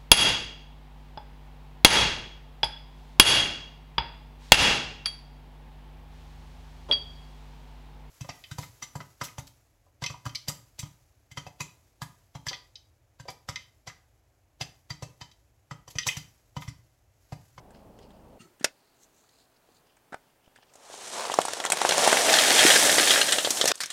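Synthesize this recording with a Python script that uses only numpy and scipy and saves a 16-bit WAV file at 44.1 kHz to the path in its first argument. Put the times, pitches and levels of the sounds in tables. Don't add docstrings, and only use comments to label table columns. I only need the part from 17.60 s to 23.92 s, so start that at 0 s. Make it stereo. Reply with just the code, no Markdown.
import sys
import numpy as np
from scipy import signal
from scipy.fft import rfft, irfft, next_fast_len
from scipy.io import wavfile
from scipy.ndimage import map_coordinates

SR = 44100
rng = np.random.default_rng(int(sys.argv[2]) if len(sys.argv) > 2 else 0)


def inscribe(sig):
    pcm = np.round(np.clip(np.atleast_2d(sig).T, -1, 1) * 32767)
    wavfile.write(sys.argv[1], SR, pcm.astype(np.int16))


N = 278712
TIME = np.arange(N) / SR
CUT_S = 6.121


def amp(db):
    return 10 ** (np.asarray(db) / 20)


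def unit(x):
    return x / np.sqrt(np.mean(x ** 2) + 1e-20)


def along(points, hz):
    f, v = np.transpose(points)
    return np.interp(np.log(hz + 1), np.log(f + 1), v)


def curves(rows):
    s, *cols = np.transpose(rows)
    return [np.interp(TIME, s, c) for c in cols]


def wobble(rate):
    points = rng.standard_normal(int(N * rate / SR) + 4)
    return map_coordinates(points, [np.arange(N) * rate / SR])


def filtered(x, response):
    m = next_fast_len(N + SR // 2)
    return irfft(rfft(x, m) * response(np.fft.rfftfreq(m, 1 / SR)), m)[..., :N]


def below(f, edge_hz):
    return 1 / (1 + 1j * f / edge_hz) ** 3


def body(peaks):
    def response(f):
        total = 0
        for k, (c, w, db) in enumerate(peaks):
            total = total + (-1) ** k * amp(db) * 1j * f * w / (c * c - f * f + 1j * f * w)
        return total
    return response


def impacts(rate, spread_db, life_s):
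    hit = rng.random(N) < rate / SR
    size = hit * amp(spread_db * np.minimum(rng.exponential(1, N), 4))
    envelope = signal.lfilter([1], [1, -np.exp(-1 / (life_s * SR))], size)
    return unit(envelope * rng.standard_normal(N))


def pair(x, alike):
    turn = lambda hz: np.arccos(np.clip(alike(hz), -1, 1)) / 2
    mid, side = filtered(x, lambda hz: np.array([np.cos(turn(hz)), np.sin(turn(hz))]))
    return np.array([mid + side, mid - side])


# (frequency [Hz], level per Hz [dB])
AIR_COLOUR = [(12, -29), (20, -1), (86, -1.5), (120, 1), (228, -2), (262, 3), (301, -1.5), (410, 1),
              (527, -1.5), (718, 0.5), (1090, -4.5), (4300, -13), (16000, -15)]
# (frequency [Hz], likeness [0 to 1])
AIR_LIKENESS = [(60, 1), (240, 0.97), (950, 0.96), (3770, 0.18), (15000, 0.11)]
AIR_DB = -65


def air():
    noise = unit(filtered(rng.standard_normal((2, N)), lambda f: amp(along(AIR_COLOUR, f))))
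    return amp(AIR_DB + 0.39 * wobble(9.2)) * pair(noise, lambda f: along(AIR_LIKENESS, f))


# (frequency [Hz], level per Hz [dB])
ENGINE_COLOUR = [(12, -39), (20, -39), (49, -10.5), (103, 0), (201, -3), (318, -8), (427, -7), (474, -8),
                 (561, -6), (908, -11.5), (1850, -35.5), (3000, -34.5), (3900, -43), (6600, -120)]
ENGINE_ORDERS = [-10.5, -4.5, -13, -21, -22, -21.5, -12, -11, -30]
FIRING_HZ, ENGINE_DB, ENGINE_CUT_S = 26.7, -55, .783


def engine():
    colour = lambda f: amp(along(ENGINE_COLOUR, f)) * f ** 2 / (f ** 2 + 90 ** 2)
    noise = unit(filtered(rng.standard_normal(N), colour))
    turn = 2 * np.pi * FIRING_HZ * np.cumsum(1 + 0.0038 * wobble(3.3)) / SR
    waver = amp(1.5 * wobble(12))
    hum = 0
    for order, db in enumerate(ENGINE_ORDERS, start=1):
        own_waver = np.roll(waver, rng.integers(N))
        hum = hum + amp(db) * own_waver * np.sin(order * turn + 2 * np.pi * rng.random())
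    audible = TIME < ENGINE_CUT_S
    return audible * amp(ENGINE_DB + 0.71 * wobble(11)) * (noise + hum)


# (frequency [Hz], level [dB], time to fall by 60 dB [s])
STEEL_MODES = [(1248, -10, .08), (1567, -8, .08), (1813, -7, .1), (2934, -8, .08), (3240, -6, .08),
               (3414, -6, .08), (3590, -1, .12), (3890, -4, .11), (4224, -2, .12), (4576, -3, .11),
               (4953, -1, .14), (5357, -2, .12), (5776, -6, .1), (6256, -8, .1), (6837, -9, .1),
               (7230, -9, .08), (7747, -10, .1)]


def steel(f, spread_db=0):
    peaks = []
    for hz, db, t60 in STEEL_MODES:
        width_hz = np.log(1000) / np.pi / t60
        peaks.append((hz, width_hz, db + rng.uniform(-spread_db, spread_db)))
    return body(peaks)(f)


# (centre [Hz], width [Hz], level [dB])
BOARD_BENDING = [(283.5, 106, -2), (685, 443, 0), (990, 780, -10)]
# (centre [Hz], width [Hz], level [dB])
HOLLOW_SECTION = [(1726, 920, 4), (2325, 2030, 2), (3136, 680, 1.5), (3940, 3700, -5)]
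# (frequency [Hz], level per Hz [dB])
GRIT_COLOUR = [(2350, -11.5), (4000, -7.5), (4820, -9.5), (5540, -6), (9060, -4.5), (11900, -12.5),
               (15200, -16.5), (16000, -31.5)]
# (time [s], share [0 to 1])
BARE_SHARE = [(3.0, .05), (4.2, 0.069), (4.7, 0.65), (5.4, 0.97), (5.5, 0.94), (6.1, 0.87), (6.15, 0.81)]
# (time [s], knock level [dB], clatter level [dB], crack level [dB],
#  knock pitch [Hz], clatter pitch [Hz], time to fall by 60 dB, held to .01-.15 [s])
HANDLING_TICKS = [(0.104, -42, -58, -53, 625, 1540, 0.057), (0.146, -40.5, -54, -68, 203, 2440, 0.05),
                  (0.386, -46, -53, -52.5, 506, 2610, 0.045), (0.502, -50, -53, -62, 202, 3680, 0.045),
                  (1.636, -64, -60, -67, 711, 1240, 0.045), (1.688, -69, -59, -57, 342, 3760, 0.045),
                  (2.087, -48, -69, -72, 420, 3040, 0.045), (2.268, -65, -69, -59.5, 673, 2870, 0.045),
                  (2.366, -54, -57, -54, 869, 2070, 0.033), (2.876, -46.5, -61, -72, 598, 3020, 0.045),
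                  (2.958, -56, -45, -49, 474, 1770, 0.045), (2.985, -43, -60, -68, 840, 1460, 0.045),
                  (3.027, -47, -55, -69, 786, 1470, 0.053), (3.135, -56, -64, -42.5, 716, 2990, 0.037),
                  (3.153, -40.5, -57, -40, 603, 4060, 0.041)]
LATCH_KNOCKS = [(.995, -57, -52, -50, 380, 2740, 0.077), (1.008, -29, -46, -56, 235, 1840, 0.065),
                (1.026, -64, -50, -46, 576, 1800, 0.035), (1.042, -12, -13.5, -8.5, 595, 2420, 0.031),
                (2.521, -33.5, -40, -54, 247, 1300, 0.064), (2.527, -28.5, -33.5, -55, 710, 1410, 0.056),
                (2.541, -21, -27.5, -41.5, 760, 1350, 0.022)]
SINGLE_STONES = [(3.65, -20, -27, -46.5, 1040, 4420, 0.038), (3.697, -12.5, -28.5, -45, 900, 1270, .04),
                 (3.716, -19.5, -24.5, -27, 646, 2810, 0.054), (3.738, -12.5, -36, -17, 1060, 1270, 0.025),
                 (3.786, -0.5, -14.5, -22, 683, 1210, 0.018), (3.802, -22, -46, -26, 535, 1300, .04),
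                 (3.813, -40, -20, -20, 716, 3380, .03), (3.85, -14.5, -44, -21, 850, 1310, .05),
                 (3.881, -14, -26.5, -24.5, 860, 1240, 0.037), (3.932, -23, -21.5, -19.5, 560, 3600, .02),
                 (3.999, -21, -22, -23, 694, 2750, 0.026), (4.037, -28, -21, -26, 810, 2330, .04),
                 (4.049, -11, -18.5, -15.5, 890, 1190, .02), (4.059, -30, -19, -20, 670, 3560, 0.058),
                 (4.099, -13, -21, -14.5, 820, 4000, 0.035), (4.118, -15.5, -14.5, -8.5, 720, 2280, 0.046),
                 (4.13, -12, -39, -21.5, 726, 1250, 0.065), (4.169, -20, -23, -20.5, 805, 2360, .02),
                 (4.214, -7.5, -16, -16, 840, 2300, 0.018), (4.248, -4, -17, -20, 790, 1360, 0.011),
                 (4.289, -14, -16, -9, 570, 2610, .035), (4.307, -15.5, -9.5, -23, 570, 4050, 0.019),
                 (4.319, -11, -17.5, -15.5, 774, 2280, 0.061), (4.378, -7, -20, -11, 670, 2100, 0.011),
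                 (4.438, -20, -20, -16, 645, 3700, .08), (4.474, -3.5, -22, -8, 650, 1900, .05),
                 (4.526, -4, -8, -8.5, 630, 1860, 0.021), (4.736, -24, -8.5, -14.5, 744, 3460, 0.024),
                 (4.784, -33, -7.5, -16, 650, 3420, 0.028), (4.988, -13.5, -10.5, -25, 760, 3350, 0.091),
                 (5.048, -4.5, -29, -27, 330, 1630, 0.043), (5.1, -12, -8.5, -18, 674, 3320, 0.12),
                 (5.157, -11.5, -12, -29, 516, 1730, 0.042), (5.296, -33, -15, -35.5, 774, 3300, .07),
                 (5.38, -8.5, -8.5, -31, 594, 1950, 0.072), (5.504, -17, -6.5, -26.5, 640, 2930, 0.064),
                 (5.574, -12.5, -20, -23, 570, 2010, 0.049), (5.611, -16.5, -10.5, -14.5, 580, 2800, 0.039),
                 (5.687, -38, -17, -21.5, 673, 3210, .055), (5.72, -35, -11.5, -10.5, 746, 3420, .12),
                 (5.782, -14.5, -13.5, -33, 586, 3200, 0.085), (5.845, -16, -14.5, -25, 580, 3280, 0.068),
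                 (5.871, -12, -27, -26.5, 574, 1520, .04), (5.903, -26, -30, -8.5, 253, 3670, 0.046),
                 (5.969, -30, -26.5, -18, 790, 3200, .05), (6.01, -16, -10.5, -13, 483, 3300, .045),
                 (6.039, -9, -44, -17, 554, 3650, 0.016), (6.054, -14, -18, -9, 560, 4320, 0.028),
                 (6.074, -33, -20.5, -8, 690, 3490, .09), (6.114, -20, -12.5, -13, 517, 2830, 0.016),
                 (6.153, -55, -56, -24, 330, 2920, 0.018), (6.175, -62, -45, -37, 264, 4400, 0.08),
                 (6.202, -25, -25.5, -18.5, 980, 2030, 0.14), (6.233, -45, -24, -20, 790, 2200, 0.032),
                 (6.256, -47, -44, -22.5, 337, 2570, .04), (6.3, -45, -28.5, -23, 1020, 3580, 0.064)]
CRACK_HZ = (4500, 8300)
RING_DB, RING_SPREAD_DB = 36, 7


def contacts():
    knocks, bright = np.zeros(N + SR), np.zeros(N + SR)
    t = np.maximum(np.arange(-128, 6016) / SR, 0)
    f = np.fft.rfftfreq(len(t), 1 / SR)
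    touch = rfft(signal.unit_impulse(len(t), 132))
    hollow, grit = body(HOLLOW_SECTION)(f), amp(along(GRIT_COLOUR, f))
    rise = 1 - np.exp(-t / 0.00021)
    for s, knock_db, clatter_db, crack_db, knock_hz, clatter_hz, t60 in LATCH_KNOCKS + HANDLING_TICKS + SINGLE_STONES:
        first = round(s * SR) - 40
        span = slice(first, first + len(t))
        alive = (t + s < CUT_S) | (s > CUT_S)
        burst = amp(-60 * t / np.clip(t60, .01, .15)) * rise * rng.standard_normal((3, len(t)))
        push = np.sin(2 * np.pi * knock_hz * t) * amp(-60 * t * knock_hz / 7.0) * rise
        knocks[span] += alive * amp(knock_db) * (push + 0.17 * burst[2])

        crack_hz = rng.uniform(*CRACK_HZ)
        narrow = body([(clatter_hz, .25 * clatter_hz, 0)])(f)
        wide = body([(clatter_hz, 1.4 * clatter_hz, 0)])(f)
        clatter = below(f, 2.06 * clatter_hz) * (0.73 * narrow + 0.42 * hollow * wide)
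        crack = grit * (0.52 + body([(crack_hz, .25 * crack_hz, 0)])(f))
        parts = irfft(np.array([clatter, crack]) * rfft(burst[:2]))
        peak_gain = amp([clatter_db, crack_db]) / np.abs(parts).max(axis=1)

        bare = np.interp(s, *np.transpose(BARE_SHARE))
        ring = bare * amp(clatter_db + RING_DB) * steel(f, RING_SPREAD_DB)
        bright[span] += alive * (peak_gain @ parts + irfft(ring * touch))
    bend = lambda f: 0.38 * body(BOARD_BENDING)(f) + body([(900, 2600, 3)])(f) * below(f, edge_hz=9600)
    return filtered(knocks[:N], bend) + bright[:N]


def tail(t60):
    t = np.arange(SR // 4) / SR
    x = rng.standard_normal(len(t)) * amp(-60 * t / t60)
    return x / np.linalg.norm(x)


def trailer_answer(hits):
    echo = signal.fftconvolve(hits, tail(0.12))[:N]
    return amp(-10) * filtered(echo, lambda f: 1 / (1 + 1j * f / 2500))


# (time of the peak [s], level at the peak before band weighting [dB],
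#  strongest frequency [Hz], rise [s], fall [s])
CLOTH_RUBS = [(.15, -64.5, 3860, .02, 0.11), (.43, -61.5, 3850, .08, 0.067), (.516, -73.5, 3820, .04, 0.44),
              (1.1, -67.5, 4890, .01, .1), (1.3, -72, 4480, 0.36, .3), (1.442, -57, 6830, 0.078, .02),
              (1.582, -65.5, 6900, 0.13, 0.15), (1.812, -63, 4960, 0.26, 0.089),
              (1.975, -69, 4090, .06, .01), (2.168, -65.5, 5120, 0.18, 0.06), (2.288, -70, 3100, .07, 0.11),
              (2.7, -73, 3420, 0.24, 0.14), (2.856, -67.5, 3100, 0.044, 0.094),
              (2.96, -60.5, 3280, 0.0087, 0.061), (3.03, -60, 3280, 0.022, 0.023),
              (3.1, -63.5, 3480, .03, .03)]
FADE_DB = 20


def cloth():
    fibres = impacts(2500, spread_db=-14.5, life_s=0.0022)
    rubs = []
    for s, db, hz, rise, fall in CLOTH_RUBS:
        distance = np.maximum((s - TIME) / rise, (TIME - s) / fall)
        rubs.append((hz, amp(db - FADE_DB * distance)))
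    out = np.zeros(N)
    for c in (3080, 4400, 6530, 10100):
        band = unit(filtered(fibres, lambda f: body([(c, .45 * c, 0)])(f) ** 2))
        out += band * sum(np.exp(-(np.log(hz / c) / 0.35) ** 2) * level for hz, level in rubs)
    return out


# (frequency [Hz], level [dB], time to fall by 60 dB, at most .5 [s])
LATCH_BAR = [(171, 3.5, 0.2), (355, -12, 1.2), (1310, -10, 0.26), (1904, -12.5, 0.16), (2240, -27, 0.39),
             (2780, -4, 0.11), (3000, -15, 0.18), (4360, -11, 0.26), (5330, -31, 0.23), (5539, -34.5, 0.34),
             (6240, -15.5, 0.2), (6770, -13.5, 0.18), (7100, -34, 0.62), (7300, -23, 0.48),
             (8301, -16, 0.222), (8753, -7, 0.13), (9000, -11, 0.099), (9940, -34, 1.0)]
CLANK_S, CLANK_DB = .787, -43


def clank():
    t, chatter, start = np.arange(SR // 2) / SR, wobble(170), round(CLANK_S * SR)
    ring = 0
    for hz, db, t60 in LATCH_BAR:
        mode = amp(db - 60 * t / min(t60, .5)) * np.sin(2 * np.pi * (hz * t + rng.random()))
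        own_chatter = chatter[rng.integers(N // 2):][:len(t)]
        ring = ring + mode * (1 + 0.96 * own_chatter)
    rough = filtered(rng.standard_normal(N), body([(1800, 2000, 0), (6500, 6000, -2)]))[:len(t)]
    scrape = amp(-2 - 60 * t / 0.2) * rough
    swell = np.minimum(t / 0.023, 1) ** 2
    return np.pad(amp(CLANK_DB) * swell * (ring + scrape), (start, N - start - len(t)))


# (time [s], level before decay [dB])
JOLTS = [(1.046, -54), (1.489, -55), (2.089, -69.5), (2.545, -32), (2.876, -34), (3.787, -24),
         (4.525, -55.5), (5.848, -29)]
JOLT_HZ, JOLT_T60 = 60, 0.0077


def jolts():
    out, t = np.zeros(N + SR), np.arange(4096) / SR
    for s, db in JOLTS:
        out[round(s * SR):][:len(t)] += amp(db - 60 * t / JOLT_T60) * np.sin(2 * np.pi * JOLT_HZ * t)
    return out[:N]


# (time [s], rumble of the board level [dB], clatter on steel level [dB], hiss of grit level [dB])
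GRAVEL_FLOW = [(3.05, -77, -78, -79), (3.2, -55.5, -80, -59), (3.33, -51, -58, -47),
               (3.5, -45.5, -53.5, -38.5), (3.62, -37.5, -43, -38), (3.8, -44, -42, -41),
               (3.96, -40.5, -53.5, -38.5), (4.1, -41.5, -42.5, -45.5), (4.22, -36, -34.5, -32),
               (4.4, -27, -32, -25), (4.65, -26, -27, -23), (4.94, -28, -23, -19.5), (5.1, -30, -24.5, -19),
               (5.38, -31, -28.5, -21.5), (5.52, -32, -27, -21.5), (5.7, -36, -31.5, -28),
               (5.93, -43.5, -60, -31), (6.118, -32.5, -27, -34), (6.126, -71, -88.5, -47),
               (6.32, -62.5, -43, -57)]


def gravel():
    rumble_db, clatter_db, hiss_db = curves(GRAVEL_FLOW)
    bare = np.clip(curves(BARE_SHARE)[0], 0, 1)
    loose = np.sqrt(1 - bare ** 2)
    surge = 0.76 * wobble(12) + .5 * wobble(45)
    big = impacts(400, spread_db=5.0, life_s=0.0015)
    small = impacts(2500, spread_db=-1.0, life_s=0.0038)

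    drum = .5 * big + .8 * impacts(4000, spread_db=4, life_s=.006)
    boxy = unit(filtered(drum, lambda f: body(BOARD_BENDING)(f) ** 2))
    broad = unit(filtered(drum, lambda f: body([(650, 900, 0)])(f) ** 2))
    rumble = amp(rumble_db + surge + 1.2 * wobble(17)) * (bare * boxy + 0.92 * loose * broad)

    strike = amp(clatter_db + surge + 1.6 * wobble(25)) * (0.56 * big + 0.47 * small)
    section = np.zeros(N)
    for peak in HOLLOW_SECTION:
        flare = amp(4.0 + 2.3 * wobble(22))
        section += filtered(flare * bare * strike, lambda f: body([peak])(f) ** 2)
    ring = amp(18) * filtered(bare * strike, steel)
    dull = lambda f: body([(2500, 4000, 0)])(f) * below(f, edge_hz=22000)
    soil = amp(8.5) * filtered(loose * strike, dull)

    grit = 0.41 * small + 0.77 * impacts(10000, spread_db=5.5, life_s=0.001)
    grit = unit(filtered(grit, lambda f: amp(along(GRIT_COLOUR, f))))
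    hiss = amp(hiss_db + surge + 0.49 * wobble(30)) * grit
    dull_hiss = filtered(hiss, lambda f: 1 / (1 + (f / 10500) ** 4))
    hiss = bare * hiss + 1.2 * (1 - bare) * dull_hiss
    started = np.arange(N) > GRAVEL_FLOW[0][0] * SR
    return started * (rumble + section + ring + soil + hiss)


# (frequency [Hz], phase lead [rad])
LEFT_LEAD = [(100, .01), (700, .04), (1400, .08), (2240, .13), (4310, .48), (8000, 1.1), (11900, 1.7),
             (15800, 2.3)]


def direct(near):
    sides = np.array([[1], [-1]])
    return filtered(np.array([near, near]), lambda f: np.exp(.5j * along(LEFT_LEAD, f) * sides))


def scattered(near):
    hz, _, z = signal.stft(near, SR, nperseg=256)
    turn = np.exp(2j * np.pi * rng.random((2,) + z.shape))
    treble = (hz ** 2 / (hz ** 2 + 2500 ** 2))[:, None]
    return signal.istft(z * turn * treble, SR, nperseg=256)[1][:, :N]


def scene():
    hits = contacts()
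    near = gravel() + hits + trailer_answer(hits) + clank() + cloth()
    near = filtered(near, lambda f: (1j * f / (95 + 1j * f)) ** 3)
    since = TIME - CUT_S
    hush = np.where(since < 0, 1, np.clip(since / 0.028, .45, 1) ** 3)
    return hush * (direct(near) + amp(-7) * scattered(near)) + jolts() + engine() + air()


def record(dry):
    return filtered(dry, lambda hz: hz < 16000)


dry = scene()
out = record(dry)
inscribe(out)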